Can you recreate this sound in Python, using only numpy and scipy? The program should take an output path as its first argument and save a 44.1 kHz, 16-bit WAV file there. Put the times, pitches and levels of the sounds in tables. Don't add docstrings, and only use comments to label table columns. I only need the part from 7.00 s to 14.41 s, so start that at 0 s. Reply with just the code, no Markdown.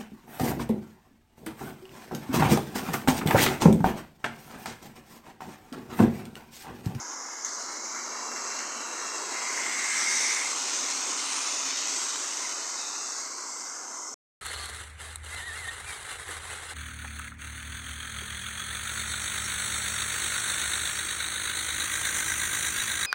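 import sys
import numpy as np
from scipy import signal
from scipy.fft import rfft, irfft, next_fast_len
from scipy.io import wavfile
from scipy.ndimage import uniform_filter1d, map_coordinates

SR = 44100
rng = np.random.default_rng(int(sys.argv[2]) if len(sys.argv) > 2 else 0)


def convert_level_to_amplitude(level_db):
    exponent = np.asarray(level_db, float) / 20
    return 10 ** exponent


def persist_wave(psi):
    counts = np.round(np.clip(psi, -1, 1) * 32767).astype(np.int16)
    wavfile.write(sys.argv[1], SR, np.atleast_2d(counts).T)


N = 326820

# [t/s, rolling level/dB, wheel rim pressure on the rail/dB, baseboard level/dB]
TRAIN = [(0, -40, -12, -44), (.35, -41, -11.5, -47.5), (.55, -39, -13.5, -44.5), (1.0, -39, -13, -42.5),
         (1.5, -38.5, -10.5, -41), (1.85, -39.5, -8, -42), (2.3, -38, -8, -41), (2.55, -35, -7.5, -41),
         (3.0, -34, -5, -41.5), (3.25, -32.5, -8.5, -42.5), (3.6, -34, -9.5, -41.5),
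         (3.9, -32.5, -10.5, -42.5), (4.25, -35.5, -10, -42.5), (4.72, -32.5, -15, -44),
         (4.95, -32.5, -9.5, -43.5), (5.5, -35.5, -10, -44), (6.35, -38.5, -10.5, -46.5),
         (7.13, -41, -10.5, -47)]
# [t/s, gear song level/dB]
ENGINE = [
    (2.3, -55.5),
    (2.36, -43),
    (2.48, -40),
    (2.6, -37),
    (2.68, -38),
    (2.8, -33.5),
    (3.1, -32.5),
    (3.47, -36.5),
    (3.58, -44),
]
# [t/s, peak level/dB, room answer level/dB, spark level under the peak/dB]
JOINTS = [(0.4474, -15.5, -3.5, -35), (0.948, -24.5, -6, -36), (1.04, -38, -11, -36),
          (1.1598, -36, -7, -33.5), (1.3169, -25.5, -15, -35), (1.361, -21.5, -9, -37),
          (1.5514, -29, -8.5, -32), (1.5905, -20.5, -9, -37), (2.3434, -26, -5.5, -31),
          (2.977, -24, -5, -36), (3.2994, -22.5, -3.5, -33), (3.3625, -23, -2.5, -32.5),
          (3.7434, -24.5, -5, -35), (4.0572, -26.5, -6.5, -33), (4.188, -34, -16.5, -31.5),
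          (4.3262, -17, -4.5, -35), (4.364, -17.5, -21, -33), (4.4188, -22.5, -2, -32.5),
          (4.4586, -28, -10, -35), (4.656, -15, -14, -29), (4.781, -22, -7.5, -39), (4.8828, -17, -22, -34),
          (4.923, -23.5, -13, -31), (4.939, -14.5, -19, -31), (4.982, -18, -5, -39),
          (5.371, -18.5, -7.5, -33), (5.7927, -33, 0.5, -34), (5.982, -32, -4, -28), (6.648, -25, -2, -31)]
# [t/s, half length/s, squeak level/dB, bodies level/dB, roofs level/dB]
GAPS = [
    (1.55, 0.097, -2.5, 3, 1.5),
    (2.05, .45, 0.5, 3.5, 1),
    (3.15, 0.52, 3.5, 1.5, 7),
    (3.62, .16, -1, 1, -4.5),
    (3.9, 0.12, -1.5, 0.5, 2),
    (4.327, 0.23, 7, 5, 3),
    (4.797, 0.079, -8.5, 1.5, 0),
    (5.736, .25, -1.5, 0.5, -2.5),
    (7.0, 0.24, 2, -2.5, -1),
]
# [from t/s, to t/s, f/Hz, width/Hz, level/dB]
PANELS = [(.38, 1.0, 125, 33, -68.5), (.45, .86, 8580, 97, -54.5), (.45, 1.15, 4380, 61, -68),
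          (.55, 1.65, 4006, 96, -57), (.72, 2.0, 236.5, 17, -61), (1.05, 2.3, 2724, 80, -54),
          (1.55, 1.92, 3030, 61, -56.5), (1.9, 2.4, 8850, 61, -59), (1.62, 2.398, 3303, 98, -57),
          (2.3, 3.0, 3520, 500, -60), (2.6, 3.3, 242, 18, -59), (2.95, 3.42, 5830, 910, -32.5),
          (3.55, 5.05, 269.6, 27, -55), (5.55, 6.1, 2840, 53, -70), (5.9, 6.548, 4080, 92, -56.5),
          (5.892, 6.8, 2070, 290, -59.5), (6.4, 7.1, 8430, 70, -58), (0, .9, 1656, 100, -56),
          (1.0, 1.75, 125.5, 35, -71), (1.75, 2.65, 3880, 200, -54.5), (1.993, 2.749, 111.6, 38, -68.5),
          (0.299, 1.7, 8070, 120, -59.5), (5.5, 6.05, 3555, 200, -56.5), (6.305, 6.95, 4650, 130, -60.5)]
BOARD = [(88, -65.5), (150, -40.5), (228, -9.5), (275, -7), (327, -6.5), (380, -5), (414, -7.5), (583, -8),
         (877, -4), (1000, 0), (1450, -2.5), (1880, -35), (3190, -120)]
# [f/Hz, level per Hz/dB]
BODIES = [(2100, -44.5), (2400, -3), (2750, -2.5), (3300, -4.5), (3900, -2.5), (4500, -3.5), (4900, -44)]
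# [f/Hz, level per Hz/dB]
ROOFS = [(1200, -47.5), (1500, -6), (1750, -4), (2100, -2.5), (2300, -4), (2600, -25.5)]
# [f/Hz, level per Hz/dB]
RAILS = [(4000, -34), (4600, -9.5), (5400, -5), (5900, -3), (6400, -0.5), (6900, -3.5), (7300, -8.5),
         (7900, -37.5)]
# [f/Hz, level per Hz/dB]
SCRAPE = [(7000, -46.5), (7400, -4.5), (7650, -5.5), (8000, -8.5), (8400, -9.5), (9000, -36)]
# [f/Hz, level per Hz/dB]
SQUEAK = [(7800, -29), (8300, -2), (8800, 3), (9300, -1.5), (9700, -1), (10200, -33.5)]
# [f/Hz, level per Hz/dB]
SPARKLE = [(9500, -19.5), (10100, 0.5), (11000, -4), (12200, -4.5), (13200, -20), (14500, -14.5),
           (15500, -10), (16500, -5.5)]
# [f/Hz, width/Hz, level/dB]
RINGS = [(392, 19, -0.5), (2080, 67, 1), (3350, 90, 0), (4080, 76, 1.5), (4400, 51, 3.5), (9840, 54, 1)]
# [f/Hz, time to fall 60 dB/s]
ROOM = [(1000, 0.35), (6000, 0.45), (14000, .08)]
# [f/Hz, level/dB]
THRESHOLD = [(200, -66.5), (1400, -59.5), (3000, -59), (5000, -58.5), (8000, -60), (9900, -58.5),
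             (10200, -53)]

FAR_DB = -40
SPARKLE_GROWS, ROOFS_GROW, BODIES_GROW = 1.055, 1, 1.2
SPARKLE_LEANS, ROOFS_LEAN = .5, 0.12
SHELL_HZ, SHELL_RISE_HZ_PER_S = 2082, 30
COACH_KNOCK_DB, ENGINE_KNOCK_DB = -19.5, -6
ENGINE_S = (.9, 3.5)
TOP_HZ, CUT_S = 15720, 7.1425


def unit(x):
    return x / np.sqrt(np.mean(x ** 2) + 1e-20)


def along(points, hz):
    f, v = np.transpose(points)
    return np.interp(np.log(hz + 1), np.log(f + 1), v)


def curves(rows):
    s, *cols = np.transpose(rows)
    return [np.interp(np.arange(N) / SR, s, c) for c in cols]


def wobble(rate):
    knots = rng.standard_normal(int(N * rate / SR) + 4)
    return map_coordinates(knots, [np.arange(N) * rate / SR])


def coloured(x, spectrum):
    m = next_fast_len(N + 8192)
    hz = np.fft.rfftfreq(m, 1 / SR)
    ring_db = sum(db / (1 + ((hz - c) / w) ** 2) for c, w, db in RINGS)
    return irfft(rfft(x, m) * convert_level_to_amplitude(along(spectrum, hz) + ring_db), m)[:N]


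def narrow(hz, width_hz, skirt_hz):
    shake = rng.standard_normal(len(hz)) + 1j * rng.standard_normal(len(hz))
    poles = np.exp(-np.pi * np.array([width_hz, skirt_hz]) / SR)
    turn = np.exp(2j * np.pi * np.cumsum(hz) / SR)
    return unit((signal.lfilter([1], np.poly(poles), shake) * turn).real)


def rolling(spectrum, grit_db, patchy_db):
    z = signal.stft(rng.standard_normal(N), nperseg=512)[2]
    field = uniform_filter1d(rng.standard_normal(z.shape), 2, 0)
    field = uniform_filter1d(field, 24, 1)
    noise = signal.istft(z * convert_level_to_amplitude(patchy_db * unit(field)), nperseg=512)[1][:N]
    return unit(coloured(noise * convert_level_to_amplitude(grit_db), spectrum))


def rails(hiss_db, bumps, chatter):
    level_db = hiss_db + 0.87 + 0.79 * wobble(7)
    return convert_level_to_amplitude(level_db) * rolling(RAILS, 0.62 * bumps + 0.37 * chatter, patchy_db=1.5)


def rims(hiss_db, near_db, lean_db, squeak_db, bumps, chatter):
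    scrape_db = hiss_db - 7.0 + lean_db + 0.8 * wobble(4.8)
    sparkle_db = -67.0 + SPARKLE_GROWS * near_db + SPARKLE_LEANS * lean_db
    scrape = convert_level_to_amplitude(scrape_db) * rolling(SCRAPE, 1.05 * bumps + 0.5 * chatter, patchy_db=1.5)
    squeak = convert_level_to_amplitude(sparkle_db + 12.0 + squeak_db) * rolling(SQUEAK, 1.3 * bumps + 0.84 * chatter, patchy_db=1.8)
    sparkle = convert_level_to_amplitude(sparkle_db + 13.5) * rolling(SPARKLE, 0.98 * bumps + 0.55 * chatter, patchy_db=3.2)
    return scrape + squeak + sparkle


def coaches(near_db, lean_db, board_db, bodies_db, roofs_db, bumps, chatter):
    roofs_db = roofs_db + 0.63 * board_db - 20.5 + ROOFS_GROW * near_db * 0.46
    roofs_db = roofs_db + ROOFS_LEAN * lean_db + 0.51 * wobble(6)
    bodies_db = -49.5 + BODIES_GROW * near_db + bodies_db
    roofs = convert_level_to_amplitude(roofs_db) * rolling(ROOFS, 1.3 * bumps + 0.2 * chatter, patchy_db=2.5)
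    bodies = convert_level_to_amplitude(bodies_db) * rolling(BODIES, 0.79 * bumps + 0.61 * chatter, patchy_db=2.65)
    return roofs + bodies


def baseboard(board_db, bumps):
    return convert_level_to_amplitude(board_db + 1.74) * rolling(BOARD, 1.1 * bumps + 0.28 * wobble(14), patchy_db=1.3)


def wheels():
    hiss_db, lean_db, board_db = curves(TRAIN)
    t = np.arange(N) / SR
    near_db = hiss_db - FAR_DB
    lean_db = lean_db - lean_db.mean()
    gaps_db = np.zeros((3, N))
    for s, half, *db in GAPS:
        gaps_db += np.outer(db, np.exp(-((t - s) / half) ** 2))
    squeak_db, bodies_db, roofs_db = gaps_db
    bumps, chatter = wobble(350), wobble(40)
    out = rails(hiss_db, bumps, chatter)
    out = out + rims(hiss_db, near_db, lean_db, squeak_db, bumps, chatter)
    out = out + coaches(near_db, lean_db, board_db, bodies_db, roofs_db, bumps, chatter)
    return out + baseboard(board_db, bumps)


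def panels():
    out, t = np.zeros(N + 2 * SR), np.arange(2 * SR) / SR
    for t0, t1, hz, width_hz, db in PANELS:
        on = np.clip(np.minimum(t / 0.031, (t1 - t0 - t) / 0.11), 0, 1)
        ring = narrow(hz + 0 * t, width_hz, 1.54 * width_hz)
        out[round(t0 * SR):][:len(t)] += on * convert_level_to_amplitude(db) * ring
    return out[:N]


def joints():
    out, t = np.zeros((3, N + SR)), np.arange(SR // 4) / SR
    for s, db, room_db, bright_db in JOINTS:
        knock_db = ENGINE_KNOCK_DB if ENGINE_S[0] < s < ENGINE_S[1] else COACH_KNOCK_DB
        crack = rng.choice([-1, 1], len(t))
        ping_hz = 5900 * convert_level_to_amplitude(rng.uniform(-1.5, 1))
        ping = np.sin(2 * np.pi * ping_hz * t) + 0.45 * crack
        envelope = convert_level_to_amplitude(-60 * t / 0.0077) * (1 - np.exp(-t / 0.00063))
        click = np.array([ping, crack, crack]) * envelope
        hz, frames, z = signal.stft(rng.standard_normal(len(t)), SR, nperseg=256)
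        fading = z * convert_level_to_amplitude(-60 * frames / along(ROOM, hz)[:, None])
        tail = signal.istft(fading, SR, nperseg=256)[1][:len(t)]
        tail = tail * np.clip(t / 0.0039, 0, 1)
        parts_db = db + np.array([[5], [17.5 + bright_db], [17.5 + knock_db]])
        out[:, round(s * SR):][:, :len(t)] += convert_level_to_amplitude(parts_db) * (click + convert_level_to_amplitude(room_db - 9.0) * tail)
    tick, spark, knock = out[:, :N]
    tick = coloured(tick, [(2500, -30.0), (3500, -5.5), (5200, -8.5), (6400, 2.5), (7600, -4), (9500, -23.0)])
    spark = coloured(spark, [(8500, -32), (10500, 3.0), (15500, -6.5)])
    knock = coloured(knock, [(500, -31.5), (1300, -1), (2100, 1.5), (3200, -23.5)])
    return tick + spark + knock


def gears():
    song_db, = curves(ENGINE)
    t = np.arange(N) / SR
    shell_hz = SHELL_HZ + SHELL_RISE_HZ_PER_S * (t - ENGINE[0][0])
    near = np.interp(t, [2.2, 2.36, 3.5, 3.58], [0, 1, 1, 0])
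    level = convert_level_to_amplitude(song_db - 0.5 + 0.99 * wobble(45))
    return near * level * narrow(shell_hz, width_hz=130, skirt_hz=700)


def noise_reducer(x, depth_db, memory_s, hold_db):
    hz, t, z = signal.stft(x, SR, nperseg=384, noverlap=256)
    keep = np.exp(-(t[1] - t[0]) / memory_s)
    power = np.abs(z) ** 2
    start = keep * power[:, :60].mean(1, keepdims=True)
    slow = signal.lfilter([1 - keep], [1, -keep], power, axis=1, zi=start)[0]
    over_db = 10 * np.log10(slow + 1e-20) - along(THRESHOLD, hz)[:, None]
    is_open = np.tanh(over_db)
    for k in range(1, len(t)):
        wish = np.tanh((over_db[:, k] + hold_db * is_open[:, k - 1]) / .9)
        is_open[:, k] = .8 * is_open[:, k - 1] + .2 * wish
    gain = convert_level_to_amplitude(-depth_db * (.5 - .5 * is_open))
    return signal.istft(z * gain, SR, nperseg=384, noverlap=256)[1][:N]


def scene():
    return (wheels() + panels() + joints() + gears())[None]


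def top_cut(x):
    return signal.sosfilt(signal.butter(12, 15700, fs=SR, output="sos"), x)


def record(dry):
    x = signal.sosfilt(signal.butter(2, 150, "high", fs=SR, output="sos"), dry[0])
    x = noise_reducer(x, depth_db=9.5, memory_s=0.15, hold_db=1.2)
    self_noise = signal.lfilter([.02], [1, -.993], rng.standard_normal(N))
    x = x + convert_level_to_amplitude(-70 + 2.8 * wobble(7.8) + 2.7 * wobble(3)) * self_noise
    x = signal.sosfiltfilt(signal.cheby2(12, 50, 1.03 * TOP_HZ, fs=SR, output="sos"), x)
    x = x * (np.arange(N) < CUT_S * SR)
    return top_cut(x[None])


dry = scene()
out = record(dry)
persist_wave(out)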